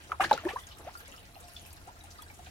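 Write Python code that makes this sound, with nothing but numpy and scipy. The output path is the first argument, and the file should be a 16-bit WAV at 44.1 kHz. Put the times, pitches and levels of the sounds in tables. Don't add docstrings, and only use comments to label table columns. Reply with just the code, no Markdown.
import sys
import numpy as np
from scipy import signal
from scipy.io import wavfile

SR = 44100
rng = np.random.default_rng(int(sys.argv[2]) if len(sys.argv) > 2 else 0)


def unload_wav(signal):
    wavfile.write(
        sys.argv[1],
        SR,
        np.round(np.clip(np.atleast_2d(signal).T, -1, 1) * 32767).astype(np.int16),
    )


N = 110250
TIME = np.arange(N) / SR
CUTOFF_HZ = 15850

NEAR_PAN_DB, FISH_LEAD_S, TRICKLE_LEAD_S = 1.2, .00008, .00028
LEAD_SPREAD_S = .00009

GRAINS_PER_S, GRAIN_SPREAD_DB = 3500, 3.0


def from_db(db):
    return 10 ** (np.asarray(db) / 20)


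def rms_one(x):
    return x / np.sqrt(np.mean(x ** 2) + 1e-20)


def at_hz(points, hz):
    points = np.array(points)
    return np.interp(np.log(hz), np.log(points[:, 0]), points[:, 1])


def drift(corner_hz):
    step = 40
    r = np.exp(-2 * np.pi * corner_hz * step / SR)
    noise = rng.standard_normal(N // step + 2002)
    slow = signal.lfilter([1], [1, -2 * r, r * r], noise)[2000:]
    return np.interp(np.arange(N) / step, np.arange(len(slow)), rms_one(slow))


def add(out, start_s, x):
    i = int(start_s * SR)
    out[..., i:i + x.shape[-1]] += x[..., :N - i]


def envelope(swell_s, fade_s):
    t = TIME[:SR // 3]
    swell = np.sin(np.pi / 2 * np.minimum(t / swell_s, 1))
    fade_share = np.maximum(t - swell_s, 0) / fade_s
    return swell * np.exp(-np.log(1000) * fade_share ** 1.4)


def clicks(per_s, spread_db, size):
    sizes = from_db(spread_db * np.minimum(rng.exponential(1, size), 5))
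    sizes = sizes * rng.choice([-1, 1], size)
    return sizes * (rng.random(size) < per_s / SR)


def band_pass(x, order, low_hz, high_hz):
    return signal.sosfilt(signal.butter(order, [low_hz, high_hz], "band", fs=SR, output="sos"), x)


def place(x, pan_db, lead_s):
    t = TIME[:len(x)]
    left = x * from_db(pan_db / 2)
    right = np.interp(t - lead_s, t, x) * from_db(-pan_db / 2)
    return np.array([left, right])


def fish():
    # start_s, pitch_hz (at the start), glide_oct_per_s, level_db (about the peak),
    # swell_s, fade_s (to -60 dB)
    plops = [(.1175, 1290, 0, -20.5, .003, .009), (.123, 1130, -20, -36, .004, .04),
             (.1975, 735, 5, -20.5, .004, .07), (.2052, 1200, 0, -16.5, .003, .012),
             (.2105, 1450, 25, -28, .004, .014), (.205, 2800, 2, -32, .005, .04),
             (.226, 850, 32, -30, .004, .025), (.2365, 1200, 12, -25, .002, .01),
             (.2365, 3350, 0, -33, .002, .007), (.2425, 1480, 35, -23, .002, .032),
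             (.2425, 950, -70, -28, .002, .018), (.243, 4300, 0, -35, .002, .014),
             (.255, 340, 0, -35, .003, .028), (.3127, 890, -9, -7.6, .003, .022),
             (.311, 1560, 0, -24, .002, .01), (.3112, 660, 0, -18, .003, .016),
             (.3265, 700, -60, -22, .002, .012), (.3288, 4000, 0, -23, .001, .009),
             (.335, 550, -14, -27, .003, .024), (.3765, 1400, 0, -30, .001, .028),
             (.388, 2880, -8, -42, .003, .02), (.432, 670, 0, -44, .008, .028),
             (.4495, 305, 14, -24.5, .015, .042), (.451, 1720, 8, -37.5, .002, .025),
             (.454, 590, 3, -34, .01, .025), (.465, 700, 52, -32, .007, .03),
             (.483, 1690, 7, -35, .008, .028), (.489, 780, 0, -37, .004, .04),
             (.504, 2340, -3, -41, .003, .018), (.504, 1000, -45, -37, .005, .025),
             (.512, 1080, 7, -44, .015, .05), (.531, 420, 20, -40.5, .008, .06),
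             (.560, 940, 20, -26, .002, .038), (.579, 1290, -14, -42, .004, .05),
             (.587, 1950, 3, -46, .004, .025), (.8485, 720, 0, -45, .002, .04),
             (.865, 490, 34, -35.5, .014, .048), (.882, 1290, 8, -47, .006, .03),
             (1.43, 705, 0, -52, .02, .2), (1.873, 650, 28, -42, .005, .04)]
    # start_s, level_db (peak before panning), centre_hz
    slaps = [(.2435, -25, 3000), (.3122, -19, 1700), (.329, -22, 4000), (.3772, -26, 1800),
             (.452, -30, 1500)]
    # start_s, level_db (before panning), centre_hz, fade_s (to -60 dB)
    sprays = [(.118, -39, 1900, .024), (.202, -30, 1900, .1), (.209, -45.5, 7500, .14),
              (.236, -37, 3400, .07), (.291, -48, 4000, .06), (.3115, -36.5, 3000, .03),
              (.329, -35, 4000, .028), (.332, -48, 3500, .14), (.482, -40, 2100, .11),
              (.667, -52, 6300, .035), (.716, -52, 3300, .07), (.978, -53, 10500, .05),
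              (1.078, -52, 7500, .03), (1.398, -54, 8500, .06), (1.558, -53, 3500, .12),
              (1.657, -53, 9500, .08), (1.728, -50, 10000, .03), (2.036, -53, 8000, .04),
              (2.103, -52, 5000, .07), (2.219, -50, 9500, .035), (2.458, -54, 2800, .09)]
    # start_s, level_db (before panning), centre_hz, swell_s,
    # fade_s (to -60 dB)
    sloshes = [(.085, -51, 600, .025, .14), (.203, -36, 430, .006, .15), (.311, -38, 280, .004, .16),
               (.2, -50, 80, .09, .12), (.27, -46, 1400, .03, .5), (.425, -47, 600, .04, .22),
               (.79, -52, 450, .015, .16), (.848, -52, 1100, .03, .12)]
    out = np.zeros((2, N))
    for start_s, hz, glide, db, swell_s, fade_s in plops:
        lead_s = FISH_LEAD_S + LEAD_SPREAD_S * rng.standard_normal()
        plop = bubble(hz, glide, swell_s, fade_s)
        add(out, start_s, from_db(db) * place(plop, NEAR_PAN_DB, lead_s))
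        add(out, start_s, satellites(hz, db))
    for start_s, db, hz in slaps:
        add(out, start_s, from_db(db) * place(slap(hz), NEAR_PAN_DB, FISH_LEAD_S))
    side_db = NEAR_PAN_DB * np.array([[1], [-1]]) / 2
    for start_s, db, hz, fade_s in sprays:
        add(out, start_s, from_db(db + side_db) * spray(hz, fade_s))
    for start_s, db, hz, swell_s, fade_s in sloshes:
        churned = slosh(hz, swell_s, fade_s)
        add(out, start_s, from_db(db) * place(churned, NEAR_PAN_DB, FISH_LEAD_S))
    return out


def bubble(hz, glide_oct_per_s, swell_s, fade_s):
    shape = envelope(swell_s, fade_s)
    glide_s = np.minimum(TIME[:len(shape)], swell_s + fade_s / 2)
    cycles = np.cumsum(hz * 2 ** (glide_oct_per_s * glide_s)) / SR
    uneven = np.interp(cycles / 2, np.arange(200), rng.standard_normal(200))
    return shape * (1 + .17 * uneven) * np.sin(2 * np.pi * cycles)


def satellites(hz, plop_db, count=5):
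    pitch_spread_oct, delay_spread_s, fade_s = .5, .012, .016
    typical_db, follows = -53.5, .65
    out = np.zeros((2, SR // 2))
    for delay, size, level, pan, lead in rng.standard_normal((count, 5)):
        small = bubble(hz * 2 ** (pitch_spread_oct * size), 8, .002, fade_s)
        gain = from_db(typical_db + follows * (plop_db + 40) + 2 * level)
        lead_s = FISH_LEAD_S + 2 * LEAD_SPREAD_S * lead
        add(out, delay_spread_s * abs(delay), gain * place(small, 2 * pan, lead_s))
    return out


def slap(hz):
    x = band_pass(signal.unit_impulse(SR // 20), 1, hz / 2, hz * 2)
    return x / np.abs(x).max()


def spray(hz, fade_s):
    width_oct, skirt_db = .5, -13
    shape = envelope(.09 * fade_s, fade_s)
    streams = clicks(GRAINS_PER_S, GRAIN_SPREAD_DB, size=(3, len(shape)))
    grains = .6 * streams[0] + streams[1:]
    low_hz, high_hz = np.minimum([hz * 2 ** -width_oct, hz * 2 ** width_oct], CUTOFF_HZ)
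    core = band_pass(grains, 2, low_hz, high_hz)
    skirt = band_pass(grains, 1, 300, 8000)
    return shape * (rms_one(core) + from_db(skirt_db) * rms_one(skirt))


def slosh(hz, swell_s, fade_s):
    shape = envelope(swell_s, fade_s)
    grains = clicks(GRAINS_PER_S, GRAIN_SPREAD_DB, size=len(shape))
    return shape * rms_one(band_pass(grains, 2, hz / 2, hz * 2))


def drips():
    # start_s, level_db (about the ring's peak, before panning and echoes), pitch_hz
    drip_list = [(.6357, -48, 3430), (.6682, -45, 6470), (.7121, -47, 2970), (.9515, -37.5, 1360),
                 (.973, -46, 4740), (1.005, -49, 1360), (1.072, -49, 2200), (1.139, -47, 1330),
                 (1.1785, -48, 2960), (1.3446, -49, 4160), (1.362, -46, 770), (1.564, -39, 3440),
                 (1.6594, -49, 2580), (.672, -48, 1600), (1.875, -49, 1330), (1.888, -43, 950),
                 (1.965, -51, 1330), (2.0081, -49, 3810), (2.039, -47, 800), (2.188, -42, 1220),
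                 (2.2192, -47, 3350), (2.225, -49, 950), (2.299, -45, 2270), (2.301, -49, 830),
                 (2.391, -45, 720), (2.467, -50, 1530), (2.469, -48, 740)]
    fade_at_1khz_s, fade_law = .046, .65
    splat_db, splat_s, echo_db = -15, .025, -7
    out = np.zeros((2, N))
    for start_s, db, hz in drip_list:
        ring = bubble(hz, 2, .002, fade_at_1khz_s * (1000 / hz) ** fade_law)
        add(out, start_s, from_db(db) * place(ring, NEAR_PAN_DB, TRICKLE_LEAD_S))
        add(out, start_s, from_db(db + splat_db) * spray(hz, splat_s))
    return out + from_db(echo_db) * banks(out)


def banks(x):
    echoes_per_s, t60_s, gap_s = 1100, .11, .004
    t = TIME[:SR // 2]
    echoes = clicks(echoes_per_s, 2, size=(2, len(t)))
    echoes = echoes * from_db(-60 * t / t60_s) * (t > gap_s)
    echoes /= np.sqrt(np.sum(echoes ** 2, axis=1))[:, None]
    return signal.fftconvolve(x, echoes, axes=1)[:, :N]


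def trickle(count=44):
    # pitch_hz, level_db (of the smallest burst, before echoes and flow)
    bubble_levels = [(450, -73), (700, -65), (1050, -68), (1400, -58.5), (1900, -61), (3000, -58.5),
                     (5000, -61), (8000, -60), (11500, -58.5), (15000, -66)]
    # time_s, gain_db
    flow = [(.45, 0), (.7, 2), (.86, -2), (1.12, 3), (1.31, -2.5), (1.4, .5), (1.6, 1.5), (1.88, -2.5),
            (2.13, -2.5), (2.24, 2), (2.39, -3.5), (2.5, 0)]
    # pitch_hz, level_db (rms)
    hollow = [(633, -76), (701, -67), (845, -72)]
    base_per_s, spread_db, ring_cycles, clump = 750, 3.5, 34, .85
    spatter_per_s, spatter_db, spatter_fade_s = 22, -60, .03
    echo_db, hollow_q = -2, 28
    out = np.zeros((2, N))
    for hz in np.geomspace(450, 15000, count):
        hz = hz * rng.uniform(.97, 1.03)
        r = np.exp(-np.log(1000) * hz / (ring_cycles * SR))
        w = 2 * np.pi * hz / SR
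        rate = base_per_s / count * np.sqrt(hz / 2000) * np.exp(clump * drift(6))
        bursts = clicks(rate, spread_db, size=N) + 1e-18
        rings = signal.lfilter([0, np.sin(w)], [1, -2 * r * np.cos(w), r * r], bursts)
        lead_s = TRICKLE_LEAD_S + LEAD_SPREAD_S * rng.standard_normal()
        out += from_db(at_hz(bubble_levels, hz)) * place(rings, 0, lead_s)
    for when, size, level in rng.random((int(spatter_per_s * N / SR), 3)):
        droplets = spray(7500 * 2 ** (1.5 * size - 1), spatter_fade_s)
        add(out, when * N / SR, from_db(spatter_db) * 2 * level * droplets)
    out = out + from_db(echo_db) * banks(out)
    out = out * from_db(np.interp(TIME, *np.transpose(flow)))
    for hz, db in hollow:
        ring = signal.lfilter(*signal.iirpeak(hz, hollow_q, fs=SR), clicks(base_per_s, spread_db, size=N))
        out += from_db(db) * place(rms_one(ring), 0, TRICKLE_LEAD_S)
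    return out


def wash():
    # (per Hz, relative)
    colour = [(25, -10), (42, 1.5), (60, -2.5), (82, 2), (110, -6), (166, -12), (309, -13), (451, -19),
              (750, -19.5), (1000, -24), (1400, -21), (2900, -23), (5300, -29), (10000, -32), (11900, -28),
              (13200, -34), (16000, -36)]
    # freq_hz, correlation (1 is the same, 0 unrelated)
    likeness = [(40, .65), (130, .87), (290, .8), (640, .35), (1400, -.1), (3100, 0), (15000, 0)]
    level_db, patchy_db, swell_db = -54, 2.2, 1.0
    out = np.zeros((2, N))
    together = drift(4)
    edges_hz = 22 * 2 ** np.arange(0, 9.6, .5)
    white = rng.standard_normal((2, 2, N))
    for k, (low_hz, high_hz) in enumerate(zip(edges_hz, edges_hz[1:])):
        mid, side = band_pass(white[k % 2], 2, low_hz, high_hz)
        hz = np.sqrt(low_hz * high_hz)
        alike = np.clip(at_hz(likeness, hz), -1, 1)
        flicker_db = patchy_db * min(1, hz / 300) * drift(14)
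        gain = from_db(at_hz(colour, hz) + swell_db * together + flicker_db)
        stereo = np.sqrt(1 + alike) * mid + np.sqrt(1 - alike) * side * [[1], [-1]]
        out += gain * stereo
    return from_db(level_db) * rms_one(out)


def hum():
    hum_hz, level_db, waver_db, wander_rad = 81, -59.5, 3, 1.1
    tone = np.sin(2 * np.pi * hum_hz * TIME + wander_rad * drift(5))
    return from_db(level_db) * rms_one(from_db(waver_db * drift(6)) * tone)


def scene():
    near = fish()
    near_echoes = from_db(-12) * banks(near)
    return near + near_echoes + drips() + trickle() + wash() + hum()


def record(dry):
    return signal.sosfilt(signal.ellip(12, .1, 80, CUTOFF_HZ, fs=SR, output="sos"), dry)


dry = scene()
out = record(dry)
unload_wav(out)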